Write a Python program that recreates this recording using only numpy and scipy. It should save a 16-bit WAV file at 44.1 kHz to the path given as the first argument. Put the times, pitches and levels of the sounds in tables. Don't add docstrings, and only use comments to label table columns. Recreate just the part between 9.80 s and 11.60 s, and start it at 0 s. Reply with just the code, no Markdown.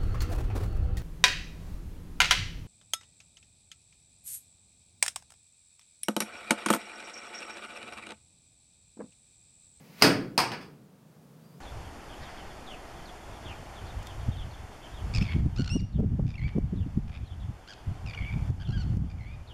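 import sys
import numpy as np
from scipy import signal
from scipy.fft import rfft, irfft, next_fast_len
from scipy.io import wavfile
from scipy.ndimage import map_coordinates

SR = 44100
rng = np.random.default_rng(int(sys.argv[2]) if len(sys.argv) > 2 else 0)


def output_pcm(signal):
    pcm = np.clip(np.atleast_2d(signal).T, -1, 1) * 32767
    wavfile.write(sys.argv[1], SR, np.round(pcm).astype(np.int16))


N = 79380


def amp(db):
    return 10 ** (np.asarray(db) / 20)


def along(points, hz):
    f, v = np.transpose(points)
    return np.interp(np.log(hz + 1), np.log(f + 1), v)


def since(start_s):
    return np.maximum(np.arange(N) / SR - start_s, 0)


def envelope(points):
    return amp(np.interp(since(0), *np.transpose(points)))


def fade(t, t60_s):
    return np.exp(-np.log(1000) * t / t60_s)


def rise(t, tau_s):
    return 1 - np.exp(-t / tau_s)


def wobble(rate_hz):
    return map_coordinates(rng.standard_normal(N // 20), [since(0) * rate_hz], mode="wrap")


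def noise(spectrum, eq_db=lambda hz: 0):
    hz = np.fft.rfftfreq(N, 1 / SR)
    shaped = irfft(rfft(rng.standard_normal(N)) * amp(along(spectrum, hz)), N)
    shaped /= np.sqrt(np.mean(shaped ** 2) + 1e-20)
    return irfft(rfft(shaped) * amp(eq_db(hz)), N)


# f/Hz, relative density/dB
VENT_SPECTRUM = [(15, -72.5), (25, -37), (43, -49), (59, -30.5), (107, -16), (144, -1.5), (221, -8),
                 (349, -20.5), (457, -16), (762, -24.5), (1270, -27.5), (1950, -35.5), (15500, -45)]
# t/s, level/dB
VENT_LEVEL = [(0, -53.5), (1.1, -57), (1.8, -53)]
def ventilation():
    return envelope(VENT_LEVEL) * noise(VENT_SPECTRUM)


# t/s, level/dB
HISS_LEVEL = [(0, -68), (1.1, -75), (1.8, -70)]
def hiss():
    return envelope(HISS_LEVEL) * rng.standard_normal(N)


# f/Hz, relative density/dB
LEAD_IN_SPECTRUM = [(300, -1.5), (1200, -4.5), (2300, 2), (3300, -4.5), (5000, -4), (8000, -15),
                    (15000, -10.5)]
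# t/s, level/dB
LEAD_IN_LEVEL = [(0, -65), (.11, -61), (.17, -56), (.21, -45.5), (.26, -52.5), (.5, -90.5)]
def lead_in():
    return envelope(LEAD_IN_LEVEL) * noise(LEAD_IN_SPECTRUM)


# t/s, lower f/Hz, upper f/Hz, level/dB
SQUEAK_GLIDE = [(1.62, 4520, 10700, -83.5), (1.656, 4740, 11440, -70), (1.695, 4720, 12200, -72.5),
                (1.72, 4700, 11800, -75), (1.745, 4870, 12640, -72.5), (1.785, 5080, 12700, -77)]
def squeak(upper_db=-7):
    knots_s, lower_hz, upper_hz, level_db = np.transpose(SQUEAK_GLIDE)
    t = since(0)

    def tone(hz):
        cycles = np.cumsum(np.interp(t, knots_s, hz)) / SR
        return np.sin(2 * np.pi * cycles + wobble(rate_hz=200))

    gate = (t > knots_s[0]) * (t < knots_s[-1])
    gain = gate * amp(np.interp(t, knots_s, level_db))
    return gain * (tone(lower_hz) + amp(upper_db) * tone(upper_hz))


# f/Hz, T60/s
ROOM_T60 = [(100, 0.96), (260, 0.93), (550, 0.44), (1800, 0.41), (5000, 0.33), (9000, 0.28), (14000, 0.18)]
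def room_decay(x, start_s):
    hz, t, bands = signal.stft(x, SR, nperseg=256)
    bands *= fade(np.maximum(t - start_s, 0), along(ROOM_T60, hz)[:, None])
    return signal.istft(bands, SR, nperseg=256)[1][:N]


# t/s, boom/dB, boom tilt/(dB/octave), thump/dB, push/dB
END_LANDINGS = [(0.2218, -27, 3.5, -31, -11), (0.5788, -41, -18, -34.5, -17.5)]
# f/Hz, relative level/dB, T60/s
BASS_MODES = [(146, -3, .5), (164, -5, .55), (187, -7, .9), (262, -1, .78), (285, 3, .62), (324, 1.5, .52),
              (436, 2.5, .33), (476, -4, .33), (626, -1, .3), (679, -4, .3)]
# f/Hz, relative density/dB
THUMP_SPECTRUM = [(25, -37), (45, -25), (80, -16.5), (105, -4), (140, 1), (220, -1.5), (400, -6),
                  (1000, -51.5)]
def floor(push_hz=240):
    out = np.zeros(N)
    low_cut = signal.butter(4, 120, "highpass", fs=SR, output="sos")
    for start_s, boom_db, tilt_db, thump_db, push_db in END_LANDINGS:
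        t = since(start_s)
        for hz, mode_db, t60_s in BASS_MODES:
            octaves = np.log2(hz / BASS_MODES[0][0])
            gain = amp(boom_db + mode_db + tilt_db * octaves)
            tone = np.sin(2 * np.pi * (hz * t + rng.random()))
            out += gain * tone * rise(t, tau_s=.018) * fade(t, t60_s)
        out += amp(thump_db) * noise(THUMP_SPECTRUM) * rise(t, tau_s=.008) * fade(t, t60_s=1)
        push = np.sin(2 * np.pi * push_hz * t) * fade(t, t60_s=.014)
        out += amp(push_db) * signal.sosfilt(low_cut, push)
    return out


def settling_ping(start_s=.81, hz=3440, level_db=-59):
    t = since(start_s)
    return amp(level_db) * np.sin(2 * np.pi * hz * t) * fade(t, t60_s=.26)


# f/Hz, weight
LOW_MID_BAND = [(100, 0.38), (250, 1), (500, 0.41), (800, 0.016)]
CLANK_BAND = [(550, 0), (850, 1), (1030, 1), (1400, 0)]
RATTLE_BAND = [(1950, 0), (2250, 0.73), (2600, 0.9), (3100, 0)]
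TREBLE_BAND = [(2500, 0), (9000, 1)]
def colour_db(hz, low_mid_db=0, clank_db=0, rattle_db=0, treble_db=0):
    return (low_mid_db * along(LOW_MID_BAND, hz) + clank_db * along(CLANK_BAND, hz)
            + rattle_db * along(RATTLE_BAND, hz) + treble_db * along(TREBLE_BAND, hz))


# f/Hz, relative level/dB, T60/s
STEEL_MODES = [(820, 13, .03), (890, -4, .3), (980, -3, .3), (1880, -3, .28), (2250, -8, .35),
               (2520, -8, .33), (4320, -3, .2), (4952, 2, .19), (5040, 2, .2), (8900, -18, .35),
               (9249, -17, .38), (9368, -5, .22), (10670, -14, .2), (11980, -19, .33), (12150, -15, .22),
               (14020, -19, .28), (15600, -26, .2)]
def plate_ring(contacts, wander_rad=.45, scatter_db=1.5):
    out = np.zeros(N)
    for hz, mode_db, t60_s in STEEL_MODES:
        wander = wander_rad * wobble(rate_hz=70)
        for start_s, _, _, clank_db, _, treble_db, _, ring_db in contacts:
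            t = since(start_s)
            tone = np.sin(2 * np.pi * (hz * t + rng.random()) + wander)
            level_db = ring_db + mode_db + colour_db(hz, clank_db=clank_db, treble_db=treble_db)
            level_db += scatter_db * rng.standard_normal()
            out += amp(level_db) * tone * rise(t, tau_s=.001) * fade(t, t60_s)
    return out


# f/Hz, relative density/dB
CLACK_SPECTRUM = [(50, -19.5), (130, -0.5), (300, 1.5), (600, 4), (1100, 1.5), (1700, 1), (2600, -2.5),
                  (3500, -10.5), (4050, -6.5), (4400, -1), (5120, -0.5), (5450, -6), (7200, -16.5),
                  (8600, -12.5), (10000, -21.5), (11600, -17), (13000, -26.5), (14000, -26), (15500, -35)]
# f/Hz, gain/dB
CRACK_EQ = [(150, -2.5), (500, 3.5), (1000, 7), (2200, 3), (3300, 9), (4700, 14), (7000, 4.5), (10000, 7),
            (14000, 12.5)]
# f/Hz, depth/dB
RIPPLE_DEPTH = [(600, 1), (2000, 2), (6000, 2.5), (10000, 4.5), (15000, 5.5)]
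def plate_clacks(contacts, chatter_span_s=.06, chatter_db=-15.5, ripple_step_hz=70.03):
    out = np.zeros(N)
    ripple = rng.standard_normal(N // 20)

    def ripple_db(hz):
        return along(RIPPLE_DEPTH, hz) * map_coordinates(ripple, [hz / ripple_step_hz], mode="wrap")

    def burst(start_s, hold_s=.00067):
        return rise(since(start_s), tau_s=.0001) * fade(since(start_s + hold_s), t60_s=.023)

    for start_s, clack_db, *bands_db, crack_db, _ in contacts:
        delays_s = chatter_span_s * rng.random(size=5)
        chatter = sum(fade(delay, t60_s=.23) * burst(start_s + delay) for delay in delays_s)
        crack = noise(CLACK_SPECTRUM, lambda hz: colour_db(hz, *bands_db) + along(CRACK_EQ, hz))
        crack *= burst(start_s) + amp(chatter_db) * chatter
        diffuse = noise(CLACK_SPECTRUM, lambda hz: colour_db(hz, *bands_db) + ripple_db(hz))
        echo = room_decay(diffuse, start_s) * rise(since(start_s), tau_s=.004)
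        out += amp(clack_db) * (amp(crack_db) * crack + echo)
    return out


# t/s, clack/dB, EQ (low-mid/dB, clank/dB, rattle/dB, treble/dB), crack gain/dB, ring/dB
PLATE_CONTACTS = [(0.2147, -38, 9.5, 4.5, -1, -7, -0.5, -62), (.222, -16.5, 0, -4.5, -0.5, 1, 1.5, -24.5),
                  (0.2398, -22.5, 6, -0.5, -5, -8.5, -5, -42.5), (0.246, -27, 1.5, -2, 0, -1.5, -4, -30),
                  (0.5779, -24, -7, 6.5, 5.5, 4, 2, -35.5), (.5903, -40, -1, 13.5, -10, 1.5, 9, -63.5),
                  (0.601, -36, 0, 8.5, -4, -4, 3, -39.5), (0.7181, -35, -5, -1.5, 2, -9, -0.5, -47),
                  (.808, -50.5, -2.5, 3, 1, -0.5, -17.5, -65)]
def dumbbell():
    return plate_clacks(PLATE_CONTACTS) + plate_ring(PLATE_CONTACTS) + settling_ping()


def scene():
    return (dumbbell() + floor() + squeak() + ventilation() + hiss() + lead_in())[None]


def record(dry, cutoff_hz=16000):
    limited = dry / (1 + np.abs(dry) ** 10) ** (1 / 10)
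    size = next_fast_len(N + SR // 2)
    passband = np.fft.rfftfreq(size, 1 / SR) < cutoff_hz
    return irfft(rfft(limited, size) * passband, size)[:, :N]


dry = scene()
out = record(dry)
output_pcm(out)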